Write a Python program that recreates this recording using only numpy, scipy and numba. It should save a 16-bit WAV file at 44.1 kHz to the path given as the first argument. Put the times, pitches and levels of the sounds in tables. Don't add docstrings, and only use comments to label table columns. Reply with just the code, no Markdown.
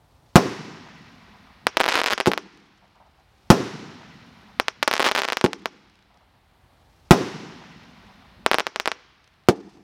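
import sys
import numpy as np
from scipy import signal
from scipy.fft import rfft, irfft, next_fast_len
from scipy.io import wavfile
from numba import njit

SR = 44100
rng = np.random.default_rng(int(sys.argv[2]) if len(sys.argv) > 2 else 0)


def store_pcm(level_fs):
    pcm = np.round(np.clip(level_fs, -1, 1) * 32767).astype(np.int16)
    wavfile.write(sys.argv[1], SR, np.atleast_2d(pcm).T)


N = 433499

# f/Hz, level/dB
NIGHT_TONE = [(25, -4), (50, 6.5), (120, -12), (200, -23.5), (520, -28), (780, -23), (1500, -34),
              (2700, -41), (4300, -40), (5400, -50), (9000, -48), (16000, -51.5)]
# t/s, level/dB, length of the push/ms
SHELL_BURSTS = [(0.3567, 31.5, 0.61), (3.5023, 31, 0.64), (7.1087, 31.5, 0.67)]
# f/Hz, level/dB
NEAR_TONE = [(80, -3.5), (350, 7.5), (560, 4.5), (900, 4.5), (2000, -1.5), (4600, -1.5), (5600, 12),
             (7000, 1.5), (15000, 3.5)]
# f/Hz, level/dB, loss in the air/(dB/s) (below 0 counts as 0)
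LAND_TONE = [(40, -16.5, 8.5), (100, -3, -3), (200, 0, 2.5), (334, 2, 19.5), (570, -16.5, -1),
             (910, -7, -5), (2000, -4.5, -17), (4200, -4.5, -17), (5600, -3.5, 7.5), (8000, -10.5, 23),
             (14800, -19, 59.5)]
# delay/s, level/dB, spread/s, lowest f/Hz, highest f/Hz
DISTANT_ECHOES = [(.08, -24, 0.028, 280, 516), (0.171, -34.5, 0.014, 130.2, 413.5),
                  (.31, -36.5, 0.015, 110, 330), (1.29, -53, 0.012, 100.2, 220)]
# t/s, level/dB, lag of the ground echo/ms
STAR_POPS = [(1.6688, 9.5, 4.07), (1.7702, 6, 3.4), (1.7733, 2, 6.2), (1.7976, -2, 5.1), (1.803, 10, 6.3),
             (1.8106, 8.5, 4), (1.8147, 4, 5.5), (1.8351, 0, 5.7), (1.841, 7.5, 5.3), (1.8563, -1, 6.2),
             (1.8623, 6, 6), (1.8799, 5.5, 4.9), (1.888, 10, 5.2), (1.9553, 11.5, 3.2), (2.016, 8, 3.1),
             (2.0355, 1.5, 5.3), (2.0418, 5, 6.3), (2.0617, 9, 6.1), (2.134, 7.5, 5.4), (2.1785, 0.5, 4.5),
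             (2.1824, -4.5, 5), (2.2023, 10.5, 7.3), (2.21, 3.5, 5.2), (2.2594, 5.5, 5.9),
             (2.2668, 2.5, 4.8), (2.3169, 7.5, 3.9), (2.335, 6, 4.5), (2.377, 3.5, 5.6), (4.599, 5, 3.75),
             (4.6831, 5.5, 4.35), (4.8281, 7, 6.9), (4.8315, 1.5, 4), (4.8772, 13, 3.3), (4.8807, 6, 4.6),
             (4.913, 8.5, 5.3), (4.9295, 2, 4.4), (4.9378, 13, 4.5), (4.9543, -1, 4.6), (4.966, 2, 5.5),
             (4.979, 1.5, 4.2), (5.0035, 11, 5.6), (5.047, 3, 7.4), (5.0652, 13, 5.6), (5.1139, 8.5, 4.5),
             (5.1187, 5.5, 5), (5.162, 6.5, 4.4), (5.219, 7.5, 4.8), (5.2793, -5, 3.1), (5.2865, 5, 6.1),
             (5.3015, 3, 4.0), (5.3229, 5, 4.3), (5.3312, 4, 3.9), (5.3707, 9.5, 4), (5.4123, 0.5, 4.3),
             (5.448, 2.5, 3.8), (5.462, 3, 4.4), (5.5321, 0.5, 3.9), (5.6577, 3.5, 4.4), (8.463, 8.5, 4.4),
             (8.5145, 7.5, 5.2), (8.5333, 3, 3.6), (8.544, 10, 6.4), (8.585, 8, 6.4), (8.5975, 3, 7.1),
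             (8.6043, 3.5, 4.7), (8.668, 3, 5.7), (8.7603, 0.5, 4.7), (8.7993, 6.5, 4.8), (8.8579, 2, 5.1),
             (8.8762, 10, 6.3), (8.917, 3.5, 4.5)]
# start t/s, length/s, rate/(pops/s)
POP_FLURRIES = [(1.885, .043, 270), (1.934, .072, 228), (2.056, 0.03, 210), (2.096, 0.039, 183),
                (4.995, .039, 150), (5.042, .053, 280), (5.148, 0.057, 207), (5.229, .031, 182)]
# t/s, level/dB, length of the push/ms
LAUNCHES = [(2.2721, 17.5, 0.7), (5.4415, 15, 0.98), (9.4865, 18, 0.75)]
# f/Hz, level/dB, time to fade by 60 dB/s
TUBE_RINGS = [(196, -13, 0.074), (344, -12, 0.02), (452.7, -15, 0.017), (835, -13.5, 0.016)]
# t/s, level/dB
FAR_KNOCKS = [(2.82, -53), (2.95, -55.5), (2.997, -51.5), (3.05, -57), (3.18, -61), (6.1, -58.5),
              (6.145, -57), (6.2, -57), (6.33, -64.5), (9.66, -66), (9.75, -57)]


def from_db(db):
    return 10 ** (np.asarray(db) / 20)


def seconds(length):
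    return np.arange(int(length * SR)) / SR


def butter(x, hz, kind, order=2):
    sections = signal.butter(order, hz, kind, fs=SR, output="sos")
    return signal.sosfilt(sections, x + 1e-18)


def resonance(x, hz, width_hz):
    r = np.exp(-np.pi * width_hz / SR)
    feedback = [1, -2 * r * np.cos(2 * np.pi * hz / SR), r * r]
    return signal.lfilter(np.array([1, 0, -1]) * (1 - r * r) / 2, feedback, x + 1e-18)


def log_bins(size):
    return np.log(np.maximum(np.fft.rfftfreq(size, 1 / SR), 1))


def coloured_noise(tone, size):
    hz, db = np.transpose(tone)
    padded = next_fast_len(size)
    gains = from_db(np.interp(log_bins(padded), np.log(hz), db))
    return irfft(rfft(rng.standard_normal(padded)) * gains, padded)[:size]


def flutter(size, rate_hz):
    slow = butter(rng.standard_normal(size + SR // 4), rate_hz, "low")[-size:]
    return slow / slow.std()


def delayed(x, ms):
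    samples = np.arange(len(x))
    return np.interp(samples - ms * SR / 1000, samples, x, left=0)


def add(track, s, sound):
    at = int(round(s * SR))
    track[at:at + len(sound)] += sound[:max(N - at, 0)]


def night(level_db=-50.5):
    air = coloured_noise(NIGHT_TONE, N)
    return from_db(level_db) * air / air.std()


def fuses(launch_db=-58, fade_db_per_s=40, top_db=-72, swell_db_per_s=31.5, sputter_db=3):
    hiss = butter(rng.standard_normal(N), [1900, 5800], "band")
    t, level = np.arange(N) / SR, np.zeros(N)
    for s, _, _ in LAUNCHES:
        age = np.maximum(t - s - 0.06, 0)
        level += np.minimum(age / 0.013, 1) * from_db(launch_db - fade_db_per_s * age)
    for s, _, _ in SHELL_BURSTS:
        level += (t < s) * from_db(top_db - swell_db_per_s * np.abs(s - t))
    return level * from_db(sputter_db * flutter(N, rate_hz=35)) * hiss / hiss.std()


def blast(push_ms, length_s):
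    age = seconds(length_s) * 1000 / push_ms
    return np.diff(age * np.exp(-age)) / age[1]


def bursts(gas_db=-22, gas_s=0.013, gas_hz=900):
    out = np.zeros(N)
    for s, db, push_ms in SHELL_BURSTS:
        bang = blast(push_ms, length_s=0.1)
        t = np.arange(len(bang)) / SR
        gas = butter(rng.standard_normal(len(t)), gas_hz, "low", order=1) * np.exp(-t / gas_s)
        add(out, s, from_db(db) * (bang + from_db(gas_db) * gas))
    return out


def with_bounce(x, delay_ms, gain_db, dull_hz):
    return x + from_db(gain_db) * butter(delayed(x, delay_ms), dull_hz, "low", order=1)


def near_echoes(fade_s, build_s=0.012):
    t = seconds(0.2)
    shape = (1 - np.exp(-t / build_s)) * np.exp(-t / fade_s)
    return coloured_noise(NEAR_TONE, len(t)) * shape / np.sqrt(SR)


def land_echoes(fade_s=0.091, steepness=1.953, build_s=0.058, lumpy_db=3.3):
    t = seconds(2.5)
    white, bins = rfft(rng.standard_normal(len(t))), log_bins(len(t))
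    centres, out = np.log([row[0] for row in LAND_TONE]), 0
    for share, (hz, db, loss) in zip(np.eye(len(LAND_TONE)), LAND_TONE):
        band = irfft(white * np.interp(bins, centres, share), len(t))
        lumps = lumpy_db * min(1, 500 / hz) * flutter(len(t), rate_hz=20)
        out = out + band * from_db(db + lumps - max(loss, 0) * t)
    out = out * (1 - np.exp(-t / build_s)) * (1 + t / fade_s) ** -steepness
    for delay, db, spread, low_hz, high_hz in DISTANT_ECHOES:
        swell = np.exp(-0.5 * ((t - delay) / spread) ** 2) / np.sqrt(2 * spread)
        out += from_db(db) * swell * butter(rng.standard_normal(len(t)), [low_hz, high_hz], "band")
    return out / np.sqrt(SR)


def echoes(x, near_db, near_s, near_hz, far_db):
    near = signal.fftconvolve(x, near_echoes(near_s))[:N]
    far = signal.fftconvolve(x, land_echoes())[:N]
    return from_db(near_db) * butter(near, near_hz, "low", order=1) + from_db(far_db) * far


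def burning_stars(level_db=-66, burn_s=1.25, fade_db_per_s=7, sputter_db=2.5):
    out, t = np.zeros(N), seconds(burn_s)
    for s, _, _ in SHELL_BURSTS:
        hiss = butter(rng.standard_normal(len(t)), [1500, 8000], "band", order=1)
        level = from_db(level_db - fade_db_per_s * t - sputter_db * flutter(len(t), rate_hz=40))
        add(out, s, level * hiss * signal.windows.tukey(len(t), 0.5))
    return out


def crackle(pops, push_ms=0.15, thin_hz=300, air_hz=5000, ground_db=-10, ground_hz=3200):
    direct, ground = np.zeros((2, N))
    for s, db, lag_ms in pops:
        size, bounce, bright = rng.uniform(-1, 1, 3)
        pop = blast(push_ms * np.exp(0.39 * size), length_s=0.012)
        pop = from_db(db) * butter(pop, thin_hz, "high")
        add(direct, s, butter(pop, air_hz * np.exp(0.25 * bright), "low"))
        add(ground, s, from_db(ground_db + 1.5 * bounce) * delayed(pop, lag_ms))
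    return direct, butter(ground, ground_hz, "low")


def housing_notch(x, depth=0.52):
    return x - depth * resonance(x, hz=5680, width_hz=580)


def flurry_pops(level_db=1, spread_db=3.5, lag_range_ms=(3.5, 4.9)):
    rows = []
    for start, length, per_s in POP_FLURRIES:
        slots = np.arange(64)
        when, size, height = rng.random((len(slots), 3)).T
        age = (slots + when) / per_s
        db = level_db + spread_db * np.sqrt(3) * (2 * size - 1)
        lag_ms = np.interp(height, [0, 1], lag_range_ms)
        rows += list(np.transpose([start + age, db, lag_ms])[age < length])
    return rows


def launches(dull_hz=1800, thin_hz=240, gas_db=-27, gas_s=0.01, gas_hz=5500):
    out = np.zeros(N)
    for s, db, push_ms in LAUNCHES:
        thump = blast(push_ms, length_s=0.15)
        t = np.arange(len(thump)) / SR
        for hz, ring_db, ring_s in TUBE_RINGS:
            ring = np.sin(2 * np.pi * hz * rng.normal(1, 0.041) * t)
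            thump += from_db(ring_db - 60 * t / ring_s) * ring
        thump = butter(thump, dull_hz, "low", order=1)
        thump = butter(thump, thin_hz, "high")
        gas = butter(rng.standard_normal(len(t)), gas_hz, "low") * np.exp(-t / gas_s)
        add(out, s, from_db(db) * (thump + from_db(gas_db) * gas))
    return out


def puffs(rows, band_hz, fade_s):
    out, t = np.zeros(N), seconds(0.25)
    swell = t / fade_s * np.exp(1 - t / fade_s)
    for s, db in rows:
        noise = butter(rng.standard_normal(len(t)), band_hz, "band")
        add(out, s, from_db(db) * swell * noise / noise.std())
    return out


def embers(after_s=2.1, span_s=0.6, level_db=-53, fade_db=9, spread_db=6, count=7):
    snaps = []
    for s, _, _ in SHELL_BURSTS:
        when, size = rng.random((count, 2)).T
        db = level_db - fade_db * when + spread_db * (2 * size - 1)
        snaps += zip(s + after_s + span_s * when, db)
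    return puffs(snaps, band_hz=[700, 4500], fade_s=0.0013)


def far_knocks():
    return puffs(FAR_KNOCKS, band_hz=[595, 1040], fade_s=0.012)


def scene():
    bangs, thumps = bursts(), launches()
    pops, ground_pops = crackle(list(STAR_POPS) + flurry_pops())
    shells = with_bounce(bangs, delay_ms=5.6, gain_db=-3, dull_hz=1960)
    shells = with_bounce(shells, delay_ms=8.4, gain_db=-22, dull_hz=6000)
    shells += echoes(bangs, near_db=5.5, near_s=0.021, near_hz=1500, far_db=1.5)
    tubes = with_bounce(thumps, delay_ms=8.21, gain_db=-5.5, dull_hz=3000)
    tubes += echoes(thumps, near_db=12, near_s=0.015, near_hz=900, far_db=-4.5)
    stars = housing_notch(pops) + ground_pops
    stars += echoes(pops, near_db=13, near_s=0.0099, near_hz=8960, far_db=0.5)
    quiet = night() + fuses() + burning_stars() + embers() + far_knocks()
    return (shells + tubes + from_db(4.5) * stars + quiet)[None]


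@njit
def volume_control(x, target, max_gain, hold_s, attack_s, recover_db_per_s):
    out, gain, peak = np.empty(len(x)), max_gain, 0.
    hold, rise = np.exp(-1 / (hold_s * SR)), 10 ** (recover_db_per_s / 20 / SR)
    for i in range(len(x)):
        peak = max(abs(x[i]), peak * hold)
        if peak * gain > target:
            gain -= (gain - target / peak) / (attack_s * SR)
        else:
            gain = min(gain * rise, max_gain)
        out[i] = x[i] * gain
    return out


def record(dry, bass_hz=115, ring_db=-10, top_hz=16000):
    x = butter(dry[0], bass_hz, "high")
    x = x + from_db(ring_db) * resonance(x, hz=5500, width_hz=1200)
    x = np.clip(x, -1, 1)
    x = butter(x, 22, "high", order=1)
    x = volume_control(x, target=0.41, max_gain=1.5, hold_s=0.0097, attack_s=0.0068, recover_db_per_s=8.5)
    return butter(np.clip(x, -1, 1), top_hz, "low", order=14)[None]


dry = scene()
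out = record(dry)
store_pcm(out)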